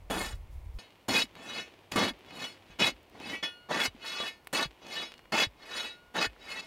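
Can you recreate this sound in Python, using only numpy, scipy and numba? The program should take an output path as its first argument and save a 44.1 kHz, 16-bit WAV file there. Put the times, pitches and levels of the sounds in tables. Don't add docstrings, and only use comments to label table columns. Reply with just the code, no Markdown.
import sys
import numpy as np
from scipy import signal
from scipy.fft import rfft, irfft
from scipy.io import wavfile
from scipy.ndimage import uniform_filter1d
from numba import njit

SR = 44100
rng = np.random.default_rng(int(sys.argv[2]) if len(sys.argv) > 2 else 0)


def inscribe(sig):
    pcm = np.round(np.clip(np.atleast_2d(sig).T, -1, 1) * 32767)
    wavfile.write(sys.argv[1], SR, pcm.astype(np.int16))


N = 293706

# tip enters in s, bite (onset) in s, fastest in s, stopped in s,
# ring at entry in dB, ring at fastest in dB, crunch at entry in dB, ring treble minus ring in dB,
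# ring bass in dB, soft plane raised by in dB, trickle after in dB.
THRUSTS = [(.098, .008, .11, .4, -38, -38, -32, -8, -42, 1, -75),
           (1.081, .006, 1.155, 1.268, -31, -27.5, -31.5, -16.5, -41, -1, -63),
           (1.914, .004, 1.93, 1.99, -39, -41, -39, -13, -47, 0, -75),
           (1.957, .003, 2.04, 2.135, -30.5, -32, -29.5, -17, -39, 0, -62),
           (2.786, .024, 2.845, 2.93, -30, -27.5, -31, -17, -40, -1.5, -67),
           (3.686, .025, 3.84, 3.895, -40, -29, -33, -18.5, -38, 2, -68),
           (4.528, .002, 4.59, 4.68, -31, -31, -35.5, -17, -37, 1, -76),
           (5.32, .002, 5.4, 5.478, -36, -26, -32.5, -19, -36.5, 0, -78),
           (6.138, .02, 6.23, 6.283, -37, -28, -34, -20, -34, -1, -66)]
# begins in s, full in s, eases in s, clear in s, ring when full in dB,
# crunch in dB, ring treble minus ring in dB, ring bass minus ring in dB, soft plane raised by in dB,
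# trickle after in dB.
PULLS = [(.7, .788, .789, .83, -43, -52, -20, -14, -1, -62),
         (1.36, 1.495, 1.6, 1.655, -42.5, -50, -17, -8, 0, -58),
         (2.28, 2.425, 2.44, 2.53, -37.5, -47, -16, -11, -2, -62),
         (2.685, 2.7, 2.7005, 2.73, -54, -60, -21, -10, 4, -72),
         (3.15, 3.3, 3.35, 3.39, -43, -45, -20, -10, 8, -75),
         (3.33, 3.428, 3.435, 3.495, -30.5, -43, -20, -7, -1.5, -66),
         (4.0, 4.055, 4.28, 4.32, -38, -58, -19, -8, -1, -70),
         (4.82, 4.92, 5.03, 5.1, -38.5, -49, -20, -10, -2.5, -66),
         (5.6, 5.77, 5.855, 5.925, -37.5, -51, -17.5, -4.5, -1, -66),
         (6.405, 6.496, 6.6, 6.7, -42, -54, -19, -7, 3, -75),
         (6.5, 6.613, 6.66, 6.7, -52, -59, -17, -8, 3, -75)]
SWITCHES_S = [.787, 3.427, 6.612]

# a in Hz, b, c, d, first n, last n;
# frequency in Hz = a q^2 / (1 + b q^2)^c with q = n + d.
BENDING_PLANES = [(17.947, .00134974, .282104, .19154, 5, 33),
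                  (15.08438, .000982465, .263346, .51395, 7, 33)]
# frequency in Hz, level in dB.
STIFF_PLANE = [(480, -29.5), (900, -23), (1500, -20.5), (2200, -9), (3800, -7), (5300, -14), (7000, -21.5),
               (9000, -32), (12000, -30.5), (15300, -42)]
SOFT_PLANE = [(800, -43.5), (1900, -19), (2700, -9.5), (3500, -28.5), (5500, -50), (7000, -37), (9000, -26),
              (13500, -41)]
# frequency in Hz, free T60 in s.
LONG_MODES = [(1438, 1.2), (2879, .95), (4313, .6), (9738, .35), (10015, .35)]
LONG_SCRAPED_DB = [-26, -24, -26, -36, -37]
# start in s, peak in dB, lowest mode peak in dB.
FREE_RINGS = [(.788, -63, -80), (1.62, -72, -78), (2.5, -66, -76), (3.43, -47.5, -50), (4.29, -65, -65),
              (5.05, -57, -69), (5.9, -63, -54)]
UPPER_RING_DB = [0, -1, -10, -11]
# time of peak in s, frequency in Hz, peak in dB, fall in s per 6 dB.
SQUEAKS = [(0.21, 2158, -38, .01), (1.499, 3856, -41, .01), (1.559, 2544, -43, .01),
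           (1.963, 1163, -30, .027), (3.243, 2551, -48, .052), (3.243, 2611, -47, .025),
           (3.34, 1939, -35, .016), (3.34, 2278, -36.5, .02), (3.435, 3380, -33, .025),
           (3.732, 1947, -35, .01), (4.171, 2534, -40, .012), (4.21, 1176, -38, .017),
           (4.238, 3392, -40, .015), (4.288, 2152, -41, .015), (4.976, 2945, -39, .01),
           (5.014, 3386, -41, .025), (5.365, 896, -30, .007), (5.85, 3845, -39, .025),
           (6.181, 900, -32, .01), (6.233, 2539, -29, .012), (6.493, 2150, -42, .01)]

# frequency in Hz, relative level in dB per Hz.
CRUNCH_SPECTRUM = [(35, -47), (60, -55), (176, 6), (822, 4), (2770, -12.5), (3340, -10.5), (3580, -7.5),
                   (3850, -21), (4530, -16.5), (12700, -45), (16000, -52)]
# frequency in Hz, relative level in dB per Hz.
BOOM_SPECTRUM = [(45, -28), (95, -6), (130, -5), (270, 0), (430, -18), (900, -60)]
BOOM_IN_SECTION_DB = [-14, -4, -14, -14]
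# start in s, peak in dB, nominal pitch in Hz
# (sags from 1.26 to 0.5 times it), ground shake in dB.
THUDS = [(0.33, -46, 91.5, -58), (1.09, -40, 150, -58), (1.239, -36, 237, -58), (1.958, -23, 242, -58),
         (1.922, -36, 260, -62), (1.975, -32, 160, -60), (2.108, -33, 236, -53), (2.701, -48, 143, -55),
         (2.919, -42, 250, -52), (3.881, -36.5, 91.5, -54), (3.948, -41.5, 231, -59),
         (4.202, -36, 366, -68), (4.656, -34, 145, -47), (4.999, -45, 283, -67), (5.469, -33.5, 93, -51),
         (6.269, -36, 91.5, -46)]
# start in s, peak in dB, pitch in Hz, tick minus peak in dB.
PEBBLES = [(0.906, -43, 2880, -28), (1.255, -36, 2580, -34), (1.354, -35, 2530, -22),
           (1.921, -19.5, 2700, -24), (2.19, -52, 5200, -4), (2.263, -47, 2560, -12),
           (2.308, -34, 2550, -26), (2.664, -47, 3150, -24), (2.966, -44, 2640, -27), (3.03, -55, 5500, -5),
           (3.098, -54, 5000, -5), (3.201, -32.5, 2650, -20), (4.447, -57, 1430, -1),
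           (4.472, -28, 2080, -11), (4.682, -50, 2790, -23), (4.71, -40, 2860, -30),
           (4.742, -54, 2650, -23), (4.868, -33, 4400, -26), (5.12, -31, 2870, -30), (5.14, -33, 2890, -30),
           (5.178, -53, 1200, -21), (5.18, -39, 4280, -26), (5.193, -38, 1940, -26),
           (5.256, -42.5, 1960, -30), (5.632, -42, 3040, -30), (6.045, -54, 1440, -27),
           (6.364, -42, 1320, -34), (6.43, -40, 3370, -33)]
# frequency in Hz, relative level in dB per Hz.
GRIT_SPECTRUM = [(88, -39), (150, -23.5), (249, 5), (341, 7.5), (637, 2.5), (1190, -5), (2980, -0.5),
                 (12900, -36.5), (16000, -42)]

# time of peak in s, peak in dB.
GUSTS = [(.145, -43), (.21, -42), (.27, -44), (.34, -38), (.41, -43), (.53, -37), (.59, -42), (.652, -42),
         (.755, -37)]
# time in s, level in dB.
RUMBLE = [(.79, -80), (3.42, -74), (3.43, -79), (6.66, -67)]
# time in s, frequency in Hz, level in dB.
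HUM = [(.79, 101, -76), (1.6, 100, -72), (2.6, 98, -70), (2.9, 82.3, -67), (3.43, 74, -72)]
# frequency in Hz, relative level in dB per Hz.
WOOD_SPECTRUM = [(35, -62), (60, -9), (207, -10.5), (968, -12.5), (1620, -24), (2190, -17.5), (2410, -21),
                 (2970, -25), (6900, -35), (16000, -36)]
# frequency in Hz, relative level in dB per Hz.
WIND_SPECTRUM = [(15, -14), (50, 0), (90, -8), (160, -30), (400, -60)]
RUMBLE_SPECTRUM = [(15, -30), (25, -14), (50, -4), (70, -9), (130, -33), (300, -61)]

BASS_HZ, CRUNCH_BAND_HZ, TRICKLE_BAND_HZ, ALL_HZ = (20, 110), (130, 1330), (400, 4000), (100, 16000)
STOP_DB, STOP_POWER = -46, 3.6
CRUNCH_FADE_DB_PER_S, ENTRY_TICK_DB, ENTRY_TICK_S = 55, 14, .007
FAINT_DB, CRUNCH_SHARE, EDGE_DB_PER_S = -60, .4, 450
JOLT_DB, JOLT_S = -1, .02
UNEVEN_DB, UNEVEN_RATE_HZ = 2.6, 75
FREE_T60_AT_3KHZ_S, BURIED_LOSS, SLIDING_LOSS = .21, 4.04, 1.99
NODE_DB, NODE_RATE_HZ, HOP_SAMPLES = 3.0, 28, 128
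SQUEAK_RISE_S = .011
THUD_T60_S, SHAKE_HZ, SHAKE_PEAK_S = .06, 52, .017
TRICKLE_FADE_DB_PER_S, TRICKLE_FLOOR_DB = 50, -78
LOOSEN_DB, LOOSEN_DB_PER_S = -22, 70
LULL_DB, GUST_RISE_DB_PER_S, GUST_FALL_DB_PER_S = -51, 300, 90
WOOD_DB, TOP_HZ = -63, 15750


def undb(db):
    return 10 ** (np.asarray(db) / 20)


def curve(rows, column=1, off=-150.):
    rows = np.array(rows)
    return np.interp(np.arange(N) / SR, rows[:, 0], rows[:, column], off, off)


def on_log(points, hz):
    points = np.array(points)
    return np.interp(np.log(hz), np.log(points[:, 0]), points[:, 1])


def colour(x, points, lo_hz, hi_hz):
    hz = np.maximum(np.arange(N // 2 + 1) * SR / N, 1)
    spectrum = rfft(x) * undb(on_log(points, hz))
    inside = (hz > lo_hz) & (hz < hi_hz)
    rms = np.sqrt(2 * np.sum(np.abs(spectrum[inside]) ** 2)) / N
    return irfft(spectrum, N) / rms


def grains(rate_hz, spread_db, smooth, most=3.2):
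    hit = rng.random(N) < rate_hz / SR
    size = undb(spread_db * np.minimum(rng.exponential(size=N), most))
    clicks = hit * rng.standard_normal(N) * size
    x = clicks / clicks.std() + smooth * rng.standard_normal(N)
    return x / x.std()


def waver(rows, length, held):
    steps = np.repeat(rng.standard_normal((rows, length // held + 2)), held, axis=1)
    return uniform_filter1d(steps, held, axis=1)[:, :length]


def add(out, start_s, sound):
    i = int(start_s * SR)
    out[i:i + len(sound)] += sound[:N - i]


def same_section(s):
    return np.searchsorted(SWITCHES_S, np.arange(N) / SR) == np.searchsorted(SWITCHES_S, s)


def strokes():
    t = np.arange(N) / SR
    gain = np.zeros((4, N))
    for enter, bite, fast, stop, entry_db, fast_db, crunch_db, treble_db, bass_db, *_ in THRUSTS:
        age = np.maximum(t - enter, 0)
        fall_db = STOP_DB * np.clip((t - fast) / (stop - fast), 0, 2) ** STOP_POWER
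        ring_db = np.interp(t, [enter, fast], [entry_db, fast_db])
        tick_db = ENTRY_TICK_DB * np.exp(-age / ENTRY_TICK_S)
        layers_db = np.array([ring_db, crunch_db - CRUNCH_FADE_DB_PER_S * age,
                              ring_db + treble_db + tick_db, np.full(N, bass_db)])
        gain += np.minimum(age / bite, 1) * undb(layers_db + fall_db)
    for begin, full, ease, clear, full_db, crunch_db, treble_db, bass_db, *_ in PULLS:
        faint_db = FAINT_DB - full_db
        swell_db = np.interp(t, [begin, full, ease, clear], [faint_db, 0, 0, faint_db])
        ring_db = full_db + swell_db
        edge_db = -EDGE_DB_PER_S * np.maximum(np.maximum(begin - t, t - clear), 0)
        crunch_swell_db = np.where(t < full, CRUNCH_SHARE, 1) * swell_db
        layers_db = np.array([ring_db, crunch_db + crunch_swell_db, ring_db + treble_db, ring_db + bass_db])
        gain += same_section(full) * undb(layers_db + edge_db)
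    for s, db, *_ in THUDS:
        if any(full < s < ease for _, full, ease, *_ in PULLS):
            gain[1] += (t > s) * undb(db + JOLT_DB) * np.exp(-np.abs(t - s) / JOLT_S)
    return gain * undb(UNEVEN_DB * waver(len(gain), N, int(SR / UNEVEN_RATE_HZ)))


def grip():
    points = []
    for enter, _, _, stop, *_ in THRUSTS:
        points += [(enter - .002, 1), (enter, BURIED_LOSS), (stop, BURIED_LOSS)]
    for begin, full, ease, clear, *_ in PULLS:
        here = same_section(full)
        for s, loss in [(begin, SLIDING_LOSS), (ease, SLIDING_LOSS), (clear, 1)]:
            if here[min(int(s * SR), N - 1)]:
                points.append((s, loss))
    return curve(sorted(points), off=1.)


def soft_plane_balance():
    return curve(sorted([(row[2], row[-2]) for row in THRUSTS + PULLS]), off=0.)


@njit
def ring(force, group, loss, hz, decay, gain, hop):
    out = np.zeros(len(loss))
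    for m in range(len(hz)):
        turn, z = np.exp(2j * np.pi * hz[m] / SR), 0j
        for i in range(len(loss)):
            z = z * turn * (1 - decay[m] * loss[i]) + gain[m, i // hop] * force[group[m], i] + 1e-18
            out[i] += z.imag
    return out


def bar(bass, middle, treble):
    bending_hz = []
    for a, b, c, d, first, last in BENDING_PLANES:
        q = np.arange(first, last + 1) + d
        bending_hz.append(a * q ** 2 / (1 + b * q ** 2) ** c)
    stiff_hz, soft_hz = bending_hz
    hz = np.concatenate([stiff_hz, soft_hz, np.transpose(LONG_MODES)[0]])
    db = np.concatenate([on_log(STIFF_PLANE, stiff_hz), on_log(SOFT_PLANE, soft_hz), LONG_SCRAPED_DB])
    t60_s = FREE_T60_AT_3KHZ_S * (hz / 3000) ** -.15
    decay = np.log(1000) / (t60_s * SR)
    group = np.searchsorted([2050, 6700], hz)
    for g in range(3):
        db[group == g] -= 10 * np.log10(np.sum(undb(db[group == g]) ** 2))
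    held = int(SR / HOP_SAMPLES / NODE_RATE_HZ)
    nodes_db = NODE_DB * (waver(len(hz), N // HOP_SAMPLES + 1, held) - .3)
    nodes_db[len(stiff_hz):len(stiff_hz) + len(soft_hz)] += soft_plane_balance()[::HOP_SAMPLES]
    loss = grip()
    for s in SWITCHES_S:
        loss[int(s * SR) - 40:int(s * SR)] = 100
    grit = grains(2500, 2.2, .7) * np.sqrt(np.minimum(loss, BURIED_LOSS))
    dull = signal.sosfilt(signal.butter(4, 6500, fs=SR, output="sos"), grit)
    force = np.array([dull * bass, dull * middle, grit * treble])
    mode_gain = 2 * undb(db) * np.sqrt(decay)
    out = ring(force, group, loss, hz, decay, mode_gain[:, None] * undb(nodes_db), HOP_SAMPLES)
    return signal.sosfilt(signal.butter(2, 350, "high", fs=SR, output="sos"), out)


def squeaks():
    out = np.zeros(N)
    t = np.arange(-SR // 10, SR // 5) / SR
    starts_s = SWITCHES_S + [row[0] for row in THRUSTS + PULLS]
    for s, hz, db, fall_s in SQUEAKS:
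        begun = s + t > max(k for k in starts_s if k < s)
        drop_db = 6 * np.where(t < 0, (t / SQUEAK_RISE_S) ** 2, t / fall_s)
        add(out, s + t[0], begun * undb(db - drop_db) * np.sin(2 * np.pi * hz * t))
    return out


def free_ring():
    out = np.zeros(N)
    for s, peak_db, lowest_db in FREE_RINGS:
        next_s = min(row[0] for row in THRUSTS if row[0] > s)
        t = np.arange(int((next_s - s) * SR)) / SR
        levels_db = [lowest_db, *(peak_db + np.array(UPPER_RING_DB))]
        for (hz, t60_s), db in zip(LONG_MODES, levels_db):
            envelope = (1 - np.exp(-t / .005)) * np.exp(-np.log(1000) * t / t60_s)
            add(out, s, undb(db) * np.sin(2 * np.pi * hz * t) * envelope)
    return out


def crunch(gain):
    section = np.searchsorted(SWITCHES_S, np.arange(N) / SR)
    boom = undb(BOOM_IN_SECTION_DB)[section] * colour(rng.standard_normal(N), BOOM_SPECTRUM, *ALL_HZ)
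    gravel = colour(grains(1800, 2.2, .8), CRUNCH_SPECTRUM, *CRUNCH_BAND_HZ)
    return signal.sosfilt(signal.butter(1, 70, "high", fs=SR, output="sos"), gain * (gravel + boom))


def thuds():
    out = np.zeros(N)
    t = np.arange(int(.2 * SR)) / SR
    for s, db, hz, shake_db in THUDS:
        cycles = .5 * hz * (t + .035 * (1 - np.exp(-t / .023)))
        add(out, s, undb(db) * np.sin(2 * np.pi * cycles) * np.exp(-np.log(1000) * t / THUD_T60_S))
        swell = t / SHAKE_PEAK_S * np.exp(1 - t / SHAKE_PEAK_S)
        add(out, s, undb(shake_db) * np.sin(2 * np.pi * SHAKE_HZ * t) * swell)
    return out


def pebbles():
    out = np.zeros(N)
    t = np.arange(SR // 100) / SR
    for s, db, hz, tick_db in PEBBLES:
        tone = 1.5 * np.sin(2 * np.pi * hz * t) * np.exp(-1.6 * hz * t)
        tick = rng.standard_normal(len(t)) * (1.5 * np.exp(-t / .0004) + .3 * np.exp(-t / .003))
        click = tone + undb(tick_db) * tick
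        add(out, s, undb(db) * click)
        add(out, s + rng.uniform(.0015, .004), undb(db - 7) * click)
    return out


def trickle():
    t = np.arange(N) / SR
    gain = np.full(N, undb(TRICKLE_FLOOR_DB))
    for row in THRUSTS + PULLS:
        end, db = row[3], row[-1]
        gain += same_section(end) * (t > end) * undb(db - TRICKLE_FADE_DB_PER_S * np.abs(t - end))
    for _, full, _, clear, ring_db, *_ in PULLS:
        loosen_db = ring_db + LOOSEN_DB - LOOSEN_DB_PER_S * np.maximum(full - t, 0)
        gain += same_section(full) * (t < clear) * undb(loosen_db)
    return gain * colour(grains(500, 3.0, 1.14), GRIT_SPECTRUM, *TRICKLE_BAND_HZ)


def wind():
    t = np.arange(N) / SR
    level_db = np.full(N, float(LULL_DB))
    for s, db in GUSTS:
        slope_db = np.where(t < s, GUST_RISE_DB_PER_S * (t - s), GUST_FALL_DB_PER_S * (s - t))
        level_db = np.maximum(level_db, db + slope_db)
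    gain = uniform_filter1d(same_section(0) * undb(level_db), size=220)
    return gain * colour(rng.standard_normal(N), WIND_SPECTRUM, *BASS_HZ)


def rumble():
    return undb(curve(RUMBLE)) * colour(rng.standard_normal(N), RUMBLE_SPECTRUM, *BASS_HZ)


def hum():
    cycles = np.cumsum(curve(HUM, off=0.)) / SR
    return undb(curve(HUM, column=2)) * np.sqrt(2) * np.sin(2 * np.pi * cycles)


def wood():
    return undb(WOOD_DB) * colour(rng.standard_normal(N), WOOD_SPECTRUM, *ALL_HZ)


def scene():
    middle, gravel, treble, bass = strokes()
    steel = bar(bass, middle, treble) + squeaks() + free_ring()
    fill = crunch(gravel) + thuds() + pebbles() + trickle()
    mono = steel + fill + wind() + rumble() + hum() + wood()
    return np.array([mono, mono])


def record(dry):
    return signal.sosfilt(signal.ellip(10, .2, 80, TOP_HZ, fs=SR, output="sos"), dry)


dry = scene()
out = record(dry)
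inscribe(out)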